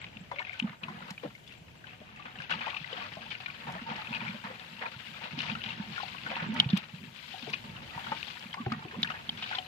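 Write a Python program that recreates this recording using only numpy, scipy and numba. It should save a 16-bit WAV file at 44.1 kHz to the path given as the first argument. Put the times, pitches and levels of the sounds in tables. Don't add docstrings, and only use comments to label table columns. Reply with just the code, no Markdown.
import sys
import numpy as np
from scipy import signal
from scipy.fft import rfft, irfft, next_fast_len
from scipy.io import wavfile
from scipy.ndimage import uniform_filter1d
from numba import njit

SR = 44100
rng = np.random.default_rng(int(sys.argv[2]) if len(sys.argv) > 2 else 0)


def int16_out(signal):
    q = np.round(np.clip(np.atleast_2d(signal).T, -1, 1) * 32767)
    wavfile.write(sys.argv[1], SR, q.astype(np.int16))


def volts(x):
    e = np.asarray(x, float) / 20
    return 10 ** e


N = 426447
PORT_LAG_S = 0.00031


def colour_db(table, hz):
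    f, db = np.transpose(table)
    return np.interp(np.log(hz + 1), np.log(f), db)


def noise(table, alike_hz, lag=0.):
    size = next_fast_len(N)
    hz = np.arange(size // 2 + 1) * SR / size
    mid, side = rfft(rng.standard_normal((2, size))) * volts(colour_db(table, hz))
    side = side * hz / np.hypot(hz, alike_hz)
    delay = np.exp(-2j * np.pi * hz * lag)
    x = irfft(np.array([mid + side, (mid - side) * delay]), size)[:, :N]
    return x / x.std()


def walk(rate):
    k = int(SR / rate)
    held = np.repeat(rng.standard_normal(N // k + 1), k)
    return 1.5 * uniform_filter1d(uniform_filter1d(held, k), k)[:N]


def band(x, hz, width, times=1):
    for _ in range(times):
        x = signal.lfilter(*signal.iirpeak(hz, hz / width, fs=SR), x)
    return x


def splat(t60, rise):
    t = np.arange(2400) / SR
    return rng.standard_normal(len(t)) * (1 - np.exp(-t / rise)) * volts(-60 * t / max(t60, .002))


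@njit
def ring(rows):
    out = np.zeros((2, N))
    for s, hz, t60, rise, glide, left, right, lag in rows:
        start, late = int(s * SR), int(lag * SR)
        phase, step, fade, soft = 0., 2 * np.pi * hz / SR, 1., 1.
        damp, swell = np.exp(-np.log(1000) / (t60 * SR)), np.exp(-1 / (rise * SR))
        for i in range(int(t60 * SR)):
            v = np.sin(phase) * fade * (1 - soft)
            phase += step * (1 + glide * i / (t60 * SR))
            fade, soft = fade * damp, soft * swell
            if 0 <= start + i < N and 0 <= start + i + late < N:
                out[0, start + i] += left * v
                out[1, start + i + late] += right * v
    return out


def grains(s, hz, t60, rise, glide, db, pan_db, lag):
    rows = np.broadcast_arrays(s, np.clip(hz, 40, .4 * SR), np.clip(t60, .001, .3), np.clip(rise, 1e-4, .02),
                               glide, volts(db + pan_db / 2), volts(db - pan_db / 2), lag)
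    return ring(np.ascontiguousarray(np.transpose(rows), float))


# [left_s, right_s]
WALL_ECHO_S = (.0028, .0013)
# [left_db, right_db]
WALL_ECHO_DB = (-4.5, -11)


def add(out, burst, s, db, pan_db):
    burst = burst * volts(db) / np.abs(burst).max()
    lags = (.0006, .0006 + PORT_LAG_S * np.tanh(pan_db / 4))
    for k, side in enumerate((0.42, -0.57)):
        for late, echo_db in ((0, 0), (WALL_ECHO_S[k], WALL_ECHO_DB[k])):
            at = max(int((s + lags[k] + late) * SR), 0)
            gain_db = side * pan_db / 2 + echo_db - 2.5
            out[k, at:at + len(burst)] += volts(gain_db) * burst[:N - at]


# [start_s, creep_db, legs_in_grass_db, left_minus_right_db]
CREEP = [(0, -57, -73, 10), (.75, -65, -71.5, 5.5), (1.1, -62, -66, 13), (1.6, -65.5, -72, 10.5),
         (2.2, -55, -72.5, 5), (2.8, -51.5, -67, 14), (3.5, -51.5, -67.5, 9), (4.6, -51.5, -67.5, 9),
         (5.1, -53, -66, 15), (5.8, -48.5, -68.5, 7.5), (6.05, -52.5, -64.5, 18.5), (6.5, -46, -69.5, -0.5),
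         (7.05, -59.5, -66.5, 17), (7.44, -54, -62.5, 13.5), (7.75, -52.5, -67.5, 6.5),
         (8.24, -50.5, -63, 18.5), (8.6, -52, -68.5, 1.5), (9.67, -52.5, -65, 7.5)]


def creep():
    at, *controls = np.transpose(CREEP)
    return [np.interp(np.arange(N) / SR, at, c) for c in controls]


def moves(base_db, starts, lengths, levels_db):
    sag_db_per_s, release_db_per_s = -8, 323
    power = volts(2 * base_db)
    for s, length, db in zip(starts, lengths, levels_db):
        a = int(s * SR)
        u = np.arange(min(N - a, int((length + .25) * SR))) / SR
        fall_db = sag_db_per_s * u + release_db_per_s * np.maximum(u - length, 0)
        attack_s = 0.00066 + .06 * length
        power[a:a + len(u)] += volts(2 * (db - fall_db)) * (1 - np.exp(-u / attack_s)) ** 2
    return 10 * np.log10(power)


# [start_s, length_s, fizz_db, depth_db]
SQUEEZES = [(0, 0.048, -55, -13), (0.343, 0.059, -53.5, -6), (0.436, 0.16, -51, -12),
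            (0.582, 0.15, -56, 1.5), (0.796, 0.31, -58.5, 4), (1.227, 0.027, -53, 0),
            (1.46, 0.095, -57.5, -22), (1.862, 0.041, -52, -7.5), (2.253, 0.015, -52, 5),
            (2.382, 0.059, -51.5, -16), (2.493, 0.047, -41, -2), (2.568, 0.14, -48, 1.5),
            (2.9, 0.16, -49.5, 1.5), (3.303, 0.022, -44, -25), (3.607, 0.19, -59.5, 10.5),
            (3.871, 0.15, -49, 2), (4.052, 0.27, -51, 1), (4.438, 0.066, -60.5, 13),
            (4.809, 0.035, -52, 11), (5.209, 0.062, -52, 4.5), (5.363, 0.15, -43.5, -6),
            (5.625, 0.097, -46.5, -13), (5.905, 0.13, -50, -25), (6.251, 0.18, -47, 3.5),
            (6.544, 0.061, -40.5, -2.5), (6.725, 0.064, -44.5, -7.5), (7.13, 0.37, -55.5, -28),
            (7.914, 0.21, -62, 10.5), (8.717, 0.035, -53.5, 6), (9.012, 0.16, -53.5, 2),
            (9.362, 0.21, -46, -15)]


def squeezes(creep_db):
    s, length, db, depth_db = np.transpose(SQUEEZES)
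    fizz_db = moves(creep_db, s, length, db)
    slosh_db = moves(creep_db - 5, s, length, db + depth_db)
    return fizz_db, slosh_db


def slips(count, fade):
    kicks = np.zeros(N)
    kicks[rng.integers(0, N, count)] = rng.exponential(1, count)
    x = np.log(1.0 + signal.lfilter([1], [1, -np.exp(-1 / (fade * SR))], kicks))
    x = uniform_filter1d(x, size=40)
    x = x - uniform_filter1d(x, int(.09 * SR))
    return x / x.std()


def froth(table, level_db, pan_db, cycles, count):
    grain = .5
    u, g = rng.random((count, 3)).T, rng.standard_normal((count, 3)).T
    lo, hi = table[1][0], table[-2][0]
    hz, at = lo * (hi / lo) ** u[1], (u[0] * N).astype(int)
    db = colour_db(table, hz) + 10 * np.log10(hz) - 1.5 * np.log(u[2] + 0.013)
    life = cycles / hz * np.exp(0.65 * g[2])
    lag = PORT_LAG_S * (1 + 0.5 * g[1])
    bubbles = grains(u[0] * N / SR, hz, life, 0.029 * life, 0.023, db, pan_db[at] + 3 * g[0], lag)
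    hiss = noise(table, 960, PORT_LAG_S) * volts(np.array([pan_db, -pan_db]) / 2)
    bubbles = np.sqrt(grain) * bubbles / bubbles.mean(0).std()
    hiss = np.sqrt(1 - grain) * hiss / hiss.mean(0).std()
    return volts(level_db) * (bubbles + hiss)


# [pitch_hz, level_db per Hz]
FIZZ = [(880, -8.5), (1500, -2), (1840, -5.5), (2480, 2.5), (2950, 0.5), (3450, -4.5), (4520, -12.5),
        (6570, -28), (9000, -36), (11700, -54), (19800, -120)]


def fizz(fizz_db, pan_db, grip_db, grass_db):
    x = froth(FIZZ, fizz_db - 1.8 + grip_db, pan_db, cycles=20.8, count=11000)
    sheen_db = grass_db + 72
    return x + (volts(sheen_db) - 1) * band(x, 4750, 4500, times=2)


# [pitch_hz, level_db per Hz]
SLOSH = [(180, -61), (300, -6), (357, -35), (531, -4.5), (669, -8), (730, -4), (919, 2), (1020, -1),
         (2000, -2.5), (2600, -16), (4400, -120)]


def slosh(slosh_db, pan_db, grip_db):
    return froth(SLOSH, slosh_db - 1.0 + 1.47 * grip_db, 0.14 * pan_db, cycles=32.5, count=2400)


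def crackle(fizz_db, pan_db, count):
    u, g = rng.random((count, 2)).T, rng.standard_normal((count, 4)).T
    at = (u[0] * N).astype(int)
    db = fizz_db[at] - 6.5 - 3 * np.log(u[1] + 0.032)
    pops = np.zeros((2, N))
    for v in g[1:]:
        hz = 2500 * np.exp(0.239 * v)
        pops += grains(at / SR, hz, 0.013, 0.00014, 0.063, db, pan_db[at] + 3 * g[0], PORT_LAG_S)
    return pops


# [start_s, level_db, pitch_hz]
THUDS = [(0.624, -28.5, 234), (0.644, -23.5, 204), (1.111, -37, 187), (1.246, -33.5, 302),
         (2.812, -41, 151), (3.683, -40, 152), (3.819, -36, 227), (4.107, -37, 226), (4.273, -36, 170),
         (4.448, -36, 200), (5.378, -35, 261), (5.8, -30, 202), (6.424, -32, 166), (6.593, -34, 224),
         (6.661, -24.5, 135), (6.734, -14.5, 194), (7.43, -37.5, 234), (8.603, -32, 240), (8.666, -26, 122),
         (8.721, -29, 234), (8.987, -28, 219)]
# [start_s, level_db, pitch_hz]
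MORE_THUDS = [(0.164, -39.5, 215), (0.21, -42, 181), (0.833, -41.5, 181), (1.615, -47, 160), (2.006, -46, 216),
              (2.258, -48, 240), (2.393, -40.5, 147), (3.172, -41.5, 194), (3.912, -38, 227), (4.159, -42, 226),
              (4.219, -40.5, 227), (4.293, -34.5, 196), (4.962, -41, 135), (5.237, -45, 195), (5.342, -42, 159),
              (5.519, -34, 224), (5.666, -40, 172), (6.299, -47, 220), (6.938, -37, 163), (7.654, -48, 220),
              (7.961, -40, 144), (8.117, -37.5, 225), (8.458, -41, 210), (8.846, -41, 145), (9.288, -40, 214)]
# [start_s, length_s, drumming_db]
ROLLS = [(0.148, 0.083, -48), (0.61, 0.094, -45), (0.814, 0.24, -46), (1.255, 0.019, -37),
         (1.618, 0.053, -62), (1.991, 0.038, -58), (2.363, 0.019, -51), (2.49, 0.15, -48.5),
         (3.132, 0.17, -60), (3.65, 0.12, -40), (3.807, 0.18, -45.5), (4.083, 0.28, -45.5),
         (4.416, 0.14, -45), (4.943, 0.056, -69), (5.315, 0.25, -40.5), (5.637, 0.25, -46.5),
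         (6.225, 0.086, -42.5), (6.418, 0.22, -35.5), (6.68, 0.099, -35.5), (6.89, 0.21, -48),
         (7.404, 0.33, -49.5), (7.944, 0.17, -51), (8.563, 0.24, -40), (8.955, 0.11, -39.5),
         (9.272, 0.1, -47.5)]
# [pitch_hz, level_db per Hz]
BASIN = [(24, -70), (40, -34), (113, -6), (150, 1), (212, -1), (231, 3.5), (275, -18), (367, -16.5),
         (400, -16.5), (520, -47), (880, -120)]


def basin(creep_db, grip_db):
    s, db, hz = np.transpose(THUDS + MORE_THUDS)
    blows = band(grains(s - .0025, hz, 0.054, 0.005, -0.0086, db + 11.5, -2.3, 0.), 143, 250)
    drum_db = moves(creep_db - 0.5, *np.transpose(ROLLS)) - 6.5 + .6 * grip_db
    rumble = noise(BASIN, 1600) * volts(drum_db + 3.0 * walk(25))
    return blows + rumble * volts(np.array([[-1.2], [1.2]]))


# [pitch_hz, level_db per Hz]
FIELD = [(15, -39), (25, -41), (43, 1), (128, 7.5), (374, -8), (671, -8.5), (1350, -26), (3060, -16.5),
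         (6600, -30), (8580, -90), (14500, -120)]


def field(grass_db):
    hum = noise(FIELD, 330) * volts(-56.5 + 2.1 * walk(2.78))
    grass = noise([(4500, 2.5), (7400, 8.5), (8600, 2.5), (15300, 2.0), (16000, -30)], 2400)
    grass = grass * volts(grass_db + 0.96 * walk(7.2))
    since_chirp = (np.arange(N) / SR - .005) % .196
    chirp = np.exp(-(since_chirp - .012) ** 2 / 0.0069 ** 2)
    insect = noise([(7100, -37), (7400, -2), (7650, -4), (7950, -44)], 3000)
    insect = insect * volts(-73.0 + 4.5 * walk(4.1)) * (chirp + 0.13)
    return hum + grass * volts(np.array([[1.5], [-1.5]])) + insect


# [start_s, level_db, pitch_hz]
SLIP_POPS = [(0.014, -33, 2200), (0.066, -36, 2680), (0.36, -29.5, 2160), (0.3854, -24, 2290),
             (0.425, -32, 2840), (0.449, -31, 2540), (0.469, -29.5, 2130), (0.4938, -26, 2160),
             (0.508, -33, 2320), (0.624, -31, 2970), (1.868, -36.5, 3000), (2.223, -37.5, 2630),
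             (2.2553, -38, 2650), (2.386, -32, 2740), (2.5232, -18.5, 2760), (2.535, -25, 2850),
             (2.5524, -35, 2940), (2.5727, -42, 3010), (2.591, -27, 2960), (2.613, -28, 2430),
             (2.6324, -33, 2290), (2.6608, -27, 2500), (2.6814, -31, 2500), (2.7013, -26, 3150),
             (2.7227, -32, 2500), (2.743, -26, 2640), (2.8436, -27, 2000), (2.9717, -31, 3230),
             (2.9976, -32, 2440), (3.0227, -31, 2420), (3.3169, -25.5, 2990), (3.3496, -25, 2360),
             (3.5007, -28.5, 2380), (3.9634, -40, 1980), (4.071, -28, 2520), (4.129, -25, 2600),
             (4.1647, -23.5, 2490), (4.204, -27, 2300), (4.2264, -33, 2300), (4.2645, -30, 2300),
             (4.279, -24.5, 2290), (4.287, -27, 2270), (4.307, -30, 2410), (4.8202, -24, 1970),
             (4.86, -26, 2430), (5.081, -30, 2610), (5.24, -31, 2560), (5.4032, -17, 2780),
             (5.4173, -25, 3060), (5.4739, -34, 3180), (5.498, -22, 2450), (5.617, -26, 2940),
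             (5.66, -22, 2850), (5.704, -25, 2700), (5.718, -28, 2860), (6.182, -27.5, 2640),
             (6.355, -22, 2600), (6.4002, -28, 2270), (6.4246, -33, 2300), (6.471, -33, 2870)]
# [start_s, level_db, pitch_hz]
LATE_POPS = [(6.643, -27.5, 2510), (6.7301, -30, 2710), (7.426, -41, 2630), (7.5547, -34, 2680),
             (7.7647, -32.5, 2950), (8.3692, -32, 1840), (8.4637, -36, 2400), (8.529, -29, 3170),
             (8.883, -33, 2580), (8.9524, -35, 2680), (9.0606, -35, 2670), (9.0718, -27, 2760),
             (9.117, -30, 2850), (9.374, -33, 3350), (9.438, -21, 2940), (9.4908, -29, 2700),
             (9.5248, -25, 2130)]


def slip_pops():
    out = np.zeros((2, N))
    for s, db, hz in SLIP_POPS + LATE_POPS:
        crack = splat(0.023, .0004)
        skin = band(band(crack, hz, 0.74 * hz), hz, 0.27 * hz)
        wall = band(band(crack, 1240, 500), 1660, 230)
        add(out, band(skin + volts(-0.5) * wall, 1760, 2300), s - .0005, db - 5.0, 11.)
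    s, db, hz = np.transpose(SLIP_POPS + LATE_POPS)
    return out + grains(s, hz, 0.023, 0.0011, 0.044, db - 7.5, 16.0, PORT_LAG_S)


# [start_s, level_db, pitch_hz, ring_t60_s]
SIDE_SMACKS = [(0.1698, -33.5, 2680, 0.012), (0.312, -36, 2040, 0.065), (0.391, -24.5, 2200, 0.066),
               (0.598, -16.5, 2700, 0.0072), (0.8334, -27, 2590, 0.03), (1.235, -38, 1020, 0.027),
               (2.42, -27, 2600, 0.0036), (2.5058, -25, 2650, 0.0075), (2.7655, -26.5, 2580, 0.067),
               (2.9283, -30.5, 3050, 0.028), (3.46, -23.5, 2380, 0.024), (4.1385, -26, 2580, 0.01),
               (4.147, -23, 2460, 0.065), (4.5955, -33, 2970, 0.014), (5.3892, -22.5, 3170, 0.0068),
               (5.6376, -26, 2780, 0.033), (5.6897, -28, 2800, 0.019), (6.771, -22, 2800, 0.021),
               (6.7007, -25, 3480, 0.037), (7.5337, -22, 2530, 0.052), (7.5295, -30, 3850, 0.0078),
               (8.2288, -22.5, 2820, 0.0086), (9.1004, -28.5, 2670, 0.028), (9.5841, -21, 3100, 0.023)]
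# [start_s, level_db, pitch_hz, ring_t60_s]
FRONT_SMACKS = [(0.042, -28, 2300, 0.013), (0.6943, -34.5, 1850, 0.0079), (1.178, -32.5, 2450, 0.016),
                (3.3036, -34, 3070, 0.076), (5.5514, -28.5, 2720, 0.019), (6.5995, -4, 3160, 0.019),
                (6.6892, -27, 2920, 0.023), (8.1195, -23.5, 1250, 0.041), (8.54, -28, 2100, 0.03),
                (8.661, -31, 1570, 0.022), (8.721, -23, 2300, 0.012), (9.0297, -11, 3480, 0.016),
                (9.2917, -20, 3140, 0.021), (9.4236, -24, 2960, 0.048), (9.5488, -22.5, 3470, 0.034)]


def smacks():
    out = np.zeros((2, N))
    muffle = signal.butter(4, 4400, fs=SR, output="sos")
    for table, pan_db in ((SIDE_SMACKS, 17), (FRONT_SMACKS, 1.1)):
        for s, db, hz, t60 in table:
            crack = splat(t60, .0004)
            body = band(band(crack, hz, 0.52 * hz), hz, 0.18 * hz)
            body += volts(-15) * band(crack, 1.03 * hz, 0.93 * hz, times=2)
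            body += volts(-10.5 - .3 * (db + 23.5)) * band(crack, 1780, 2000)
            add(out, signal.sosfilt(muffle, body), s - .0005, db - 0.5, pan_db)
            snap_db = -51 - .3 * (db + 47)
            snap = band(band(crack, 7700, 2600), 6400, 2600, times=2)
            add(out, snap, s, db + snap_db, .5 * pan_db)
        s, db, hz, t60 = np.transpose(table)
        lag = PORT_LAG_S * np.tanh(pan_db / 4)
        out += grains(s, hz, 1.65 * t60, 0.00042, 0., db - 10.0, .5 * pan_db, lag)
    return out


# [start_s, level_db, pitch_hz]
BURPS = [(0.338, -43, 541), (1.234, -32, 496), (1.249, -32, 576), (2.667, -27, 878), (2.928, -35, 524),
         (3.169, -36.5, 650), (3.687, -35.5, 757), (3.751, -37, 643), (4.502, -38.5, 513),
         (6.032, -30.5, 798), (7.34, -37, 766), (7.476, -35.5, 430), (7.469, -38, 700), (8.117, -23.5, 884),
         (8.57, -37.5, 820), (8.663, -30, 790), (2.015, -43, 606), (8.12, -36.5, 556), (8.665, -33, 364),
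         (8.851, -44, 740), (8.852, -40.5, 318), (8.945, -52, 420), (9.512, -33.5, 850),
         (9.583, -31.5, 752)]
# [start_s, level_db, pitch_hz]
BLIPS = [(0.315, -26.5, 980), (0.399, -29.5, 973), (0.883, -31, 1037), (2.402, -31, 1610),
         (2.511, -24, 1500), (2.73, -34.5, 1110), (3.482, -32.5, 1475), (3.917, -30, 923),
         (5.217, -39, 920), (5.49, -36, 900), (5.552, -29, 1365), (5.963, -33, 1670), (5.979, -26.5, 1420),
         (6, -29.5, 1060), (6.146, -33.5, 1090), (6.264, -27.5, 1490), (7.977, -31, 950),
         (8.067, -29, 1420), (8.543, -33, 1037), (8.719, -24.5, 1243), (8.943, -35, 1006),
         (9.046, -26, 1680), (9.102, -27, 1280), (9.53, -27.5, 1460)]
# [start_s, level_db, pitch_hz]
DRIPS = [(0.4175, -31, 1790), (0.5297, -32.5, 2270), (1.3503, -39.5, 2160), (1.4755, -40, 3460),
         (1.522, -41, 2700), (1.841, -37, 1580), (2.161, -41, 2650), (2.2576, -44, 1490),
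         (2.197, -38, 1160), (2.281, -42, 1450), (4.865, -38, 1340), (5.682, -41, 2800),
         (9.511, -30.5, 1560)]


def gurgles():
    out = np.zeros((2, N))
    for s, db, hz in BURPS + BLIPS + DRIPS:
        shake = band(splat(3.26 / np.sqrt(hz), 0.00011), 0.87 * hz, 2.5 * hz)
        add(out, band(shake, hz, .35 * hz), s - .001, db - 4, 2.5)
    s, db, hz = np.transpose(BURPS + BLIPS + DRIPS)
    return out + grains(s, hz, 1.63 / np.sqrt(hz), 0.00089, 0.013, db - 1.5, 9.7, PORT_LAG_S)


# [start_s, level_db, first_pitch_hz, last_pitch_hz, length_s]
WARBLES = [(0.316, -40.5, 568, 550, 0.033), (0.364, -43.5, 555, 610, 0.054),
           (0.325, -53, 3450, 3500, 0.033), (0.499, -50, 610, 790, 0.015), (1.235, -49, 900, 1000, .02),
           (2.666, -36, 797, 1260, 0.025), (2.758, -38.5, 1100, 1310, 0.022), (3.863, -36, 900, 930, 0.036),
           (3.98, -37.5, 870, 850, 0.042), (4.834, -52, 1020, 890, 0.029), (6.461, -32, 200, 215, 0.039),
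           (6.487, -27.5, 219.5, 222, 0.048), (6.525, -31, 237, 267, 0.037),
           (8.574, -37, 1056, 1260, 0.037), (8.603, -43.5, 1200, 960, .035), (8.852, -47, 312, 460, 0.031),
           (8.931, -43.5, 376, 620, 0.047), (8.944, -44, 895, 1350, 0.024), (9.553, -38, 970, 1020, 0.023)]


def warbles():
    out = np.zeros((2, N))
    for s, db, first_hz, last_hz, length in WARBLES:
        u = np.linspace(0, 1, int(length * 1.4 * SR))
        hz = first_hz + (last_hz - first_hz) * u * 1.4
        tone = np.sin(2 * np.pi * np.cumsum(hz) / SR)
        add(out, tone * np.sqrt(u) * (1 - u) ** 2.0, s, db, 6.5 * np.tanh(first_hz / 500 - 1))
    return out


# [start_s, level_db, top_db]
TICKS = [
    (0.593, -29, -27),
    (1.1043, -26.5, -30),
    (2.507, -37, -30),
    (3.721, -32.5, -30),
    (6.5405, -32, -28),
    (6.772, -26, -9.5),
    (7.5006, -32.5, -30),
    (9.019, -34, -15),
]
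# [start_s, level_db]
SPITS = [(2.5063, -34), (3.3024, -44), (3.963, -38), (5.39, -33), (5.4181, -33), (5.497, -43), (5.551, -48),
         (5.6555, -50), (6.5994, -19.5), (6.7706, -34), (8.3945, -37), (8.541, -35), (8.7212, -31.5),
         (8.8323, -46), (9.0322, -33), (9.4898, -37)]


def droplets():
    out = np.zeros((2, N))
    for s, db, top_db in TICKS:
        crack = splat(0.02, 0.00087)
        add(out, band(band(crack, 2800, 4870), 2800, 4900), s, db - 3.0, 2.5)
        add(out, band(crack, 10600, 5000, times=2), s, db + top_db + 2.5, 4.)
    for s, db in SPITS:
        spray = band(band(splat(0.012, 0.00015), 4700, 1550), 4400, 2000)
        add(out, spray, s - .001, db, 3.)
    return out


# [pitch_hz, width_hz, level_db]
WALL = [(480, 51, -7), (740, 6.7, 5.5), (912, 12, 0), (1490, 11.4, -5), (2380, 2700, -9.5)]


def wall_ring(wet):
    return volts(-2.0) * sum(volts(db) * band(wet, hz, width) for hz, width, db in WALL)


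def scene():
    creep_db, grass_db, pan_db = creep()
    fizz_db, slosh_db = squeezes(creep_db)
    grip_db = 1.5 * slips(count=640, fade=0.022)
    wet = fizz(fizz_db, pan_db, grip_db, grass_db) + slosh(slosh_db, pan_db, grip_db)
    wet = wet + crackle(fizz_db, pan_db, count=700)
    wet = wet + slip_pops() + smacks() + gurgles() + warbles() + droplets()
    return wet + wall_ring(wet) + basin(creep_db, grip_db) + field(grass_db + 0.069 * grip_db)


def roll_off(x):
    return signal.sosfilt(signal.butter(12, 16510, fs=SR, output="sos"), x)


def record(dry):
    x = signal.sosfilt(signal.ellip(8, .3, 30, 15600, fs=SR, output="sos"), dry)
    x = signal.sosfilt(signal.butter(2, 60, "high", fs=SR, output="sos"), x)
    z = signal.stft(x, nperseg=2048)[2]
    treble = z[:, 320:760]
    power = (np.abs(treble) ** 2).reshape(2, 44, 10, -1).sum((0, 2))
    power = np.log(np.repeat(power, 10, axis=0) + 1e-20)
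    usual = uniform_filter1d(signal.medfilt2d(power, (1, 7)), size=31, axis=0)
    z[:, 320:760] = treble * np.where(power < usual - .2, .03, 1)
    mix = signal.istft(z, nperseg=2048)[1][:, :N]
    return roll_off(mix)


dry = scene()
out = record(dry)
int16_out(out)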